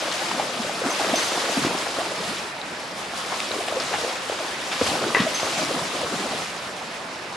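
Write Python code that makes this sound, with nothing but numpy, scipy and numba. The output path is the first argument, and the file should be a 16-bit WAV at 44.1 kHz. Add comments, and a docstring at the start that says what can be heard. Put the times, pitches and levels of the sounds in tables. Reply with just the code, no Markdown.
"""First a fizzing spray and a steady wash: a dog paddles past in a shallow river, over the rush of the current.
Spray and wash, made of noise and clouds of decaying bubble tones, follow one effort curve.
Each stroke adds a surge of mid-sized bubbles and deep gulps; glugs, gliding notes, drops, splashes and
thuds lie on top. Struck modes give one hollow knock with a rebound, and three faint metallic tinks,
as of a collar tag. Diffuse scatter from the banks surrounds it all; the current is banded noise."""
import sys
import numpy as np
from scipy import signal
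from scipy.io import wavfile
from numba import njit

SR = 44100
rng = np.random.default_rng(int(sys.argv[2]) if len(sys.argv) > 2 else 0)


def digitize_waveform(pressure):
    """Quantize a signal to 16-bit integers and store it at the path in sys.argv[1].

    Rows of a 2-D input are taken as channels; values are limited to [-1, 1].
    """
    field = np.atleast_2d(pressure).T
    bounded = np.clip(field, -1, 1)
    quanta = np.round(bounded * 32767).astype(np.int16)
    wavfile.write(sys.argv[1], SR, quanta)


N = 324683  # length [samples]


def from_db(db):
    """Level definition: decibels to amplitude gain."""
    return 10 ** (np.asarray(db) / 20)


def rms_one(x):
    """Normalisation of power: scale to unit rms."""
    return x / np.sqrt(np.mean(x ** 2) + 1e-20)


def in_time(rows):
    """Linear interpolation: a (time, value) curve at every sample."""
    s, value = np.transpose(rows)
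    return np.interp(np.arange(N) / SR, s, value)


def at_hz(points, hz):
    """Logarithmic frequency scale: read a spectrum between its points."""
    point_hz, value = np.transpose(points)
    return np.interp(np.log(hz), np.log(point_hz), value)


def panned(pan_db):
    """Interaural level difference: left and right gains for left minus right [dB]."""
    return from_db(np.array([[.5], [-.5]]) * pan_db)


def drift(rate_hz):
    """Low-passed chance: a slow random curve with spread 1."""
    step = 40  # samples between drawn points
    r = np.exp(-2 * np.pi * rate_hz * step / SR)
    white = rng.standard_normal(N // step + 2002)
    slow = signal.lfilter([1], [1, -2 * r, r * r], white)[2000:]  # drop the filter's start-up
    return np.interp(np.arange(N) / step, np.arange(len(slow)), rms_one(slow))


# left-right likeness of open water: (frequency [Hz], likeness [0-1])
LIKENESS = [(40, 0.82), (150, 0.99), (400, 0.88), (1000, 0.7), (2000, 0.35), (4500, 0.7), (8000, 0.33),
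            (13000, 0)]


def banded_noise(spectrum, patchy_db):
    """Filter-bank synthesis: half-octave noise bands with own level, flicker and stereo likeness; rms 1."""
    out = 0
    edges = 30 * 2 ** np.arange(0, 9.1, .5)
    white = rng.standard_normal((2, 2, N))  # neighbouring bands use different noise
    for k, (low, high) in enumerate(zip(edges, edges[1:])):
        band = signal.butter(2, [low, high], "band", fs=SR, output="sos")
        mid, side = signal.sosfilt(band, white[k % 2])
        hz = np.sqrt(low * high)
        alike = np.clip(at_hz(LIKENESS, hz), 0, 1)
        gain = from_db(at_hz(spectrum, hz) + patchy_db * drift(13.6))
        stereo = np.sqrt(1 + alike) * mid + np.sqrt(1 - alike) * side * [[1], [-1]]
        out = out + gain * stereo
    return rms_one(out)


@njit
def ring_bubbles(start, hz, gains, cycles, rise):
    """Bubble resonance: each swells within a cycle, dies by 60 dB over its cycles and rises in pitch near the surface."""
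    out = np.zeros((2, N))
    for k in range(len(start)):
        first, length = int(start[k] * SR), int(cycles[k] * SR / hz[k])
        for i in range(max(0, -first), min(length, N - first)):
            age, turns = i / length, i * hz[k] / SR
            tone = np.sin(2 * np.pi * turns * (1 + rise * age / 2))
            wave = tone * np.exp(-6.9 * age) * min(1., turns)
            out[0, first + i] += gains[0, k] * wave
            out[1, first + i] += gains[1, k] * wave
    return out


def bubble_cloud(count, low_hz, high_hz, cycles, size_db, width_db, rise, spectrum=None):
    """Random superposition: bubbles of chance time, place, pitch, damping and strength; rms 1."""
    when, pitch, damping, sign = rng.random((4, count))
    size, place = np.clip(rng.standard_normal((2, count)), -2, 2)
    hz = low_hz * (high_hz / low_hz) ** pitch
    gain = from_db(size_db * size) * np.sign(sign - .5)
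    gain = gain * np.sqrt(hz)  # equal energy in each octave
    if spectrum is not None:
        gain = gain * np.sqrt(hz) * from_db(at_hz(spectrum, hz))  # equal energy per Hz, then shaped
    gains = gain * panned(width_db * place)
    return rms_one(ring_bubbles(when * N / SR, hz, gains, cycles * (.5 + damping), rise))


def spatter(per_s, fall_s):
    """Shot noise: random gouts of water land at once and drain away; mean 0, spread 1."""
    gouts = (rng.random(N) < per_s / SR) * rng.uniform(.3, 1, N)
    level = signal.lfilter([1], [1, -np.exp(-1 / (fall_s * SR))], gouts)
    return rms_one(level - level.mean())


# spectrum of thrown water: (frequency [Hz], relative level [dB per Hz])
SPRAY_SPECTRUM = [(300, -16.5), (700, -2.5), (1200, -2.5), (2000, -3), (3200, -3), (4800, -4), (6800, -8),
                  (9000, -9.5), (12500, -24.5)]
SPRAY_TOP_HZ = 12900  # the spray is cut above this


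def spray(spray_db):
    """Granular noise: thrown water falls in gouts, as a hiss, a fizz of tiny bubbles and sparser, longer-ringing droplets."""
    hiss = banded_noise(SPRAY_SPECTRUM, patchy_db=1.4)
    fizz = from_db(-3.5) * bubble_cloud(
        count=44000, low_hz=924, high_hz=12180, cycles=15.5, size_db=2.0,
        width_db=8.5, rise=0.018, spectrum=SPRAY_SPECTRUM)
    droplets = from_db(-15.0) * bubble_cloud(
        count=1800, low_hz=934, high_hz=11300, cycles=77, size_db=6.0,
        width_db=12.0, rise=0.033, spectrum=SPRAY_SPECTRUM)
    fall = (hiss + fizz + droplets) * from_db(spray_db + spatter(per_s=27, fall_s=0.058))
    fall = signal.sosfilt(signal.ellip(8, .1, 60, SPRAY_TOP_HZ, fs=SR, output="sos"), fall)
    coarse = signal.sosfilt(signal.butter(1, 9000, fs=SR, output="sos"), fall)
    fine = fall - coarse
    return coarse + fine * from_db(0.93 * (spray_db + 22.0))  # harder splashing throws finer spray


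# paddle strokes that stir the surface:
# (start [s], push length [s], slosh level [dB], deep churn level [dB])
STROKES = [(0.018, 0.047, -30.5, -47), (0.196, 0.015, -32, -56), (0.323, 0.12, -32, -41),
           (0.534, 0.22, -36.5, -42), (0.831, 0.061, -27.5, -42), (1, 0.14, -28.5, -38.5),
           (1.3, 0.18, -29, -44.5), (1.564, 0.03, -32, -30), (1.634, 0.029, -26.5, -31),
           (1.714, 0.049, -32.5, -52), (1.963, 0.13, -32, -54), (2.175, 0.1, -38, -40),
           (3.521, 0.062, -33.5, -53), (3.677, 0.12, -33.5, -45), (3.91, 0.018, -35, -43),
           (4.01, .04, -34.5, -53), (4.386, 0.018, -31.5, -62), (4.855, 0.13, -29.5, -37),
           (5.006, 0.068, -27.5, -35), (5.194, 0.034, -32.5, -32), (5.42, 0.053, -31.5, -56),
           (5.564, 0.26, -30.5, -35.5), (5.929, 0.14, -33.5, -41.5), (6.112, 0.26, -34, -38.5)]
# a stroke swells, holds while the paw pushes, then drains away
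STROKE_ATTACK_S, STROKE_RELEASE_S = 0.0053, 0.085
WASH_SLOSH_DB, SLOSH_FOLLOWS = -39, 0.73  # wash at the usual effort [dB]; dB per dB of effort
WASH_CHURN_DB, CHURN_FOLLOWS = -52, 0.14  # the same for the deep churn


def paddling(extra_effort_db):
    """Power addition: slosh and churn levels [dB] from a wash that follows effort and a surge on every stroke."""
    t = np.arange(N) / SR
    slosh_power = from_db(WASH_SLOSH_DB + SLOSH_FOLLOWS * extra_effort_db) ** 2
    churn_power = from_db(WASH_CHURN_DB + CHURN_FOLLOWS * extra_effort_db) ** 2
    for s, length, slosh_db, churn_db in STROKES:
        swell = np.clip((t - s) / STROKE_ATTACK_S, 0, 1)
        drain = np.exp(-np.clip((t - s - length) / STROKE_RELEASE_S, 0, 20))
        surge = swell * drain
        slosh_power = slosh_power + (from_db(slosh_db) * surge) ** 2
        churn_power = churn_power + (from_db(churn_db) * surge) ** 2
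    return 10 * np.log10(slosh_power), 10 * np.log10(churn_power)


# spectrum of the folded-in bubbles: (frequency [Hz], relative level [dB per Hz])
SLOSH_SPECTRUM = [(300, -4.5), (420, -5.5), (520, -3), (680, -3), (850, -11), (1150, -8), (1500, -15.5)]
# spectrum of the deep gulps: (frequency [Hz], relative level [dB per Hz])
CHURN_SPECTRUM = [(120, -8.5), (210, 4), (285, 3.5), (330, 3)]


def slosh(slosh_db, churn_db):
    """Air entrainment: the bow wave folds in mid-sized bubbles and the legs churn large ones below."""
    folds = bubble_cloud(count=5600, low_hz=291.6, high_hz=1520, cycles=22.8, size_db=1.8,
                         width_db=0.0, rise=0.21, spectrum=SLOSH_SPECTRUM)
    gulps = bubble_cloud(count=1900, low_hz=126.5, high_hz=315, cycles=8.4, size_db=2.5,
                         width_db=-3.0, rise=0.081, spectrum=CHURN_SPECTRUM)
    return folds * from_db(slosh_db) + gulps * from_db(churn_db)


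# small breaking splashes: (start [s], level [dB], length [s], typical bubble pitch [Hz])
SPLASHES = [(0.11, -30.5, 0.034, 3000), (0.308, -30, 0.016, 2000), (.385, -30.5, .035, 1200),
            (0.85, -31.5, 0.068, 1010), (1.031, -30, 0.066, 1510), (1.647, -31, 0.044, 1970),
            (1.862, -30.5, 0.023, 1030), (1.953, -38, .07, 1100), (2.367, -35, 0.039, 2500),
            (3.318, -28.5, 0.032, 1020), (3.4022, -19, 0.0017, 2920), (3.678, -29.5, 0.017, 1750),
            (3.799, -32, .035, 3600), (3.927, -28, 0.039, 1400), (4.153, -31, 0.019, 1510),
            (4.316, -32, 0.028, 1140), (4.712, -29.5, 0.046, 2300), (4.81, -25.5, 0.014, 1300),
            (5.182, -28.5, .036, 2100), (5.201, -25.5, 0.012, 3020), (5.218, -30.5, .034, 2600),
            (5.392, -30.5, 0.022, 1510)]


def splashes():
    """Wave breaking: a crest bursts into small bubbles, swelling fast and draining away."""
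    out = 0
    for s, level_db, length, centre_hz in SPLASHES:
        pitch, size, place = np.clip(rng.standard_normal((3, 160)), -2, 2)
        born = s + length / 4 * rng.gamma(2, size=len(pitch))
        hz = centre_hz * 2 ** (.55 * pitch)
        gains = size * np.sqrt(hz) * panned(4 * place)
        burst = ring_bubbles(born, hz, gains, np.full(len(hz), 5.), 0.42)
        # spread the level over the splash, not the whole scene
        out = out + from_db(level_db) * rms_one(burst) * np.sqrt(length * SR / N)
    return out


# the largest air pockets closing: (start [s], pitch [Hz], peak level [dB], swell time [cycles])
GLUGS = [(.313, 950, -18.5, 2.1), (.345, 245, -26, 1.2), (.395, 800, -16, 3.4), (.592, 230, -24, 2.8),
         (0.645, 534, -21.5, 2.3), (.694, 760, -17, 1.6), (.815, 504, -18, 2.6), (.846, 696, -23, 5),
         (0.857, 268, -18, 2.3), (.996, 834, -18, 2.8), (1.011, 750, -19, 3.7), (1.126, 258, -17, 2),
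         (1.1372, 670, -12.5, 2.8), (1.377, 674, -12.5, 0.72), (1.498, 408, -16, 0.89),
         (1.572, 224, -17.5, 1.4), (1.647, 623, -21, 0.99), (1.647, 281, -11, 0.68),
         (1.665, 290, -16.5, 1.34), (1.866, 690, -22.5, 3), (1.986, 520, -13, 0.77), (2.057, 820, -31, 4.9),
         (2.115, 570, -25, 2.6), (3.134, 754, -25.5, 2.5), (3.510, 597, -19.5, 1), (3.563, 418, -22.5, 1.2),
         (3.585, 398, -21.5, 1.7), (3.681, 704, -20, 2.6), (3.722, 643, -16.5, 1.9), (3.763, 516, -17, 4.8),
         (3.938, 784, -17, 2.8), (4.035, 483, -23, 3), (4.046, 556, -16, 1.3), (4.297, 557, -13.5, 1.1),
         (4.314, 445, -24, 3), (4.396, 625, -26, 6), (4.812, 262, -17, 1.4), (4.811, 484, -11.5, 2.4),
         (4.953, 804, -18, 2.3), (5.166, 450, -19, 2.2), (5.199, 199, -13.5, 1.24), (5.214, 202, -19, 0.9),
         (5.264, 638, -16, 4.4), (5.430, 640, -13.5, .8), (5.708, 506, -20, 2.4), (6.031, 550, -19.5, 2.3),
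         (6.13, 236, -25, 2)]
GLUG_ROUNDNESS, GLUG_RISE = 3.06, 0.011  # gentleness of swell; share of pitch gained per swell time
SHED_DB, SHED_WITHIN_S = -16, .02  # base level of the shed bubbles against the glug; latest start


def glugs():
    """Cavity closure: an air pocket swells into a round ring and sheds two smaller bubbles."""
    out = np.zeros(N + SR)
    for s, hz, peak_db, swell in GLUGS:
        age = np.arange(int(7 * swell * SR / hz)) * hz / (swell * SR)  # in swell times
        envelope = (age * np.exp(1 - age)) ** GLUG_ROUNDNESS
        turns = swell * age * (1 + GLUG_RISE * (age / 2 - 1))
        ring = envelope * np.sin(2 * np.pi * turns)
        out[int(s * SR):][:len(ring)] += from_db(peak_db) * ring
    out = out[:N]
    s, hz, peak_db, _ = np.transpose(GLUGS)
    for delay, smaller, place in rng.random((len(s), 2, 3)).transpose(1, 2, 0):
        shed_hz = hz * 2 ** (0.61 + 1.16 * smaller)
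        gains = from_db(peak_db + SHED_DB + 3.1 * (2.0 - smaller)) * panned(5 * (place - .5))
        out = out + ring_bubbles(s + SHED_WITHIN_S * delay, shed_hz, gains, np.full(len(s), 14.), 0.14)
    return out


# pockets that shrink as they rise:
# (start [s], length [s], first pitch [Hz], last pitch [Hz], peak level [dB])
GLOOPS = [(0.365, 0.067, 484, 833, -27.5), (1.987, 0.038, 593, 826, -25), (2.211, 0.041, 543, 745, -33),
          (2.276, 0.062, 160, 475, -31.5), (4.056, 0.046, 448, 760, -31)]


def gloops():
    """Resonance of a shrinking cavity: one swelling note that glides upwards."""
    out = np.zeros(N + SR)
    for s, length, first_hz, last_hz, peak_db in GLOOPS:
        age = np.arange(int(length * SR)) / (length * SR)
        hz = first_hz * (last_hz / first_hz) ** (age ** 1.33)
        tone = np.sin(2 * np.pi * np.cumsum(hz) / SR)
        out[int(s * SR):][:len(age)] += from_db(peak_db) * np.sqrt(np.sin(np.pi * age)) * tone
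    return out[:N]


# single drops landing: (start [s], level [dB], pitch [Hz])
DROPS = [(2.6153, -18, 3850), (3.489, -20, 5400), (3.516, -14, 3940), (3.8013, -11, 4950)]


def drops():
    """Bubble entrapment: each drop traps one small bubble, a short plink."""
    s, level_db, hz = np.transpose(DROPS)
    gains = from_db(level_db) * panned(rng.normal(0, 2, len(s)))
    return ring_bubbles(s, hz, gains, np.full(len(s), 32.), .06)


# dull underwater pushes of the paws: (start [s], level [dB])
PUSHES = [(3.51, -35), (4.817, -24), (4.876, -29), (5.43, -32), (6.032, -29)]


def pushes():
    """Low-frequency pocket resonance: a paw drives a large pocket of water down, a soft thud."""
    s, level_db = np.transpose(PUSHES)
    return ring_bubbles(s, np.full(len(s), 90.), from_db([level_db, level_db]), np.full(len(s), 9.), .1)


def struck(blows, modes, rattle_s, sag_per_s):
    """Modal excitation: a blow and its dying rattle of tiny contacts ring the modes; later blows may ring lower."""
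    age = np.arange(SR // 2) / SR
    out = np.zeros(N + SR)
    for s, blow_db, bright_hz, rattle_db in blows:
        blow = rng.standard_normal(len(age)) * from_db(rattle_db) * np.exp(-age / rattle_s)
        blow[0] += 1
        contact = signal.butter(2, bright_hz, fs=SR, output="sos")
        force = from_db(blow_db) * signal.sosfilt(contact, blow)
        tuning = 1 - sag_per_s * (s - blows[0][0])
        for k, (hz, mode_db, t60) in enumerate(modes):
            r = from_db(-60 / (t60 * SR))
            w = 2 * np.pi * hz * tuning / SR
            ring = signal.lfilter([.5, 0, -.5], [1, -2 * r * np.cos(w), r * r], force)
            out[int(s * SR):][:len(age)] += (-1) ** k * from_db(mode_db) * ring
    return out[:N]


# a hollow knock and its rebound:
# (start [s], blow level [dB], contact brightness [Hz], rattle against blow [dB])
KNOCKS = [(5.1477, -1, 13000, -29.5), (5.1662, -6.5, 3600, -28.5)]
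# what the knock rings with: (frequency [Hz], relative level [dB], 60 dB decay time [s])
KNOCK_MODES = [(480, -10.5, 0.014), (1080, -8, 0.014), (1600, -10, 0.0096), (1780, -8.5, 0.019),
               (1990, -8, 0.03), (2700, -12, 0.012), (3900, -15, .004)]


def hollow_knock():
    """Damped modes under loading: the pitch sags as the knocked thing dips into the water."""
    # sag is the share of pitch lost per second
    return struck(KNOCKS, KNOCK_MODES, rattle_s=0.036, sag_per_s=2.2) * panned(2.5)


# tag tinks: (start [s], blow level [dB], contact brightness [Hz], rattle against blow [dB])
TINKS = [(.904, -28, 19000, -44), (1.157, -22.5, 14000, -32.5), (5.347, -21.5, 6300, -37)]
# modes of the tag: (frequency [Hz], relative level [dB], 60 dB decay time [s])
TAG_MODES = [(6000, 3, 0.016), (6260, 0, 0.16), (8930, -13, 0.05), (13950, -7, .008)]


def tag_tinks():
    """Lightly damped metal modes: each tink rings high and thin."""
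    return struck(TINKS, TAG_MODES, rattle_s=0.1, sag_per_s=0) * panned(1.5)


def banks(x, t60, dull_hz):
    """Diffuse reflection: scatter from banks and trees, different at each ear, thin in the bass."""
    t = np.arange(SR // 2) / SR
    tail = rng.standard_normal((2, len(t))) * np.exp(-np.log(1000) * t / t60) * (t > .004)
    tail = rms_one(tail) / np.sqrt(len(t))  # unit energy
    tail = signal.sosfilt(signal.butter(1, [600, dull_hz], "band", fs=SR, output="sos"), tail)
    return signal.fftconvolve(x, tail, axes=1)[:, :N]


# spectrum of the current: (frequency [Hz], relative level [dB per Hz])
RIVER_SPECTRUM = [(30, -41), (55, -8.5), (75, -11), (110, -9.5), (200, -3), (400, -6), (650, 0),
                  (1000, -1.5), (2200, -6), (4500, -18.5), (9000, -59), (13000, -99)]


def river():
    """Broadband turbulence: the current as a smooth distant rush."""
    return banded_noise(RIVER_SPECTRUM, patchy_db=2.0) * from_db(-34.5) * panned(-0.72)


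# how hard the dog works the water: (time [s], effort [dB])
EFFORT = [(0.0, -39.5), (0.43, -41), (0.55, -44), (1.19, -36.5), (1.55, -38.5), (2.43, -44.5),
          (2.53, -50.5), (2.77, -46.5), (2.97, -49), (3.33, -41.5), (3.69, -43.0), (4.13, -40), (4.19, -45),
          (4.63, -42), (4.87, -38), (5.03, -40.5), (5.53, -38.5), (5.69, -40.5), (6.43, -42), (6.57, -48.0),
          (7.36, -53)]
USUAL_EFFORT_DB = -42
SPRAY_DB = -32.0  # spray at the usual effort, rising dB for dB
# where the dog is heard: (time [s], left minus right [dB])
BEARING = [(0, 1.9), (2.6, 0), (3.7, 1), (6.2, 0.5), (7.36, -3)]


def scene():
    """Superposition: the near sounds, scattered lightly by the banks, over the river."""
    extra_effort_db = in_time(EFFORT) - USUAL_EFFORT_DB
    slosh_db, churn_db = paddling(extra_effort_db)
    moving = spray(SPRAY_DB + extra_effort_db) + slosh(slosh_db, churn_db) + splashes()
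    water = moving * panned(in_time(BEARING)) + glugs() + gloops() + drops() + pushes()
    near = water + hollow_knock() + tag_tinks()
    return river() + near + from_db(-11.0) * banks(near, t60=0.26, dull_hz=6240)


def record(dry):
    """Band limitation: the microphone sheds the deep bass; the top is cut."""
    thin = signal.sosfilt(signal.butter(2, 62, "high", fs=SR, output="sos"), dry)
    return signal.sosfilt(signal.ellip(10, .1, 90, 14300, fs=SR, output="sos"), thin)


dry = scene()
out = record(dry)
digitize_waveform(out)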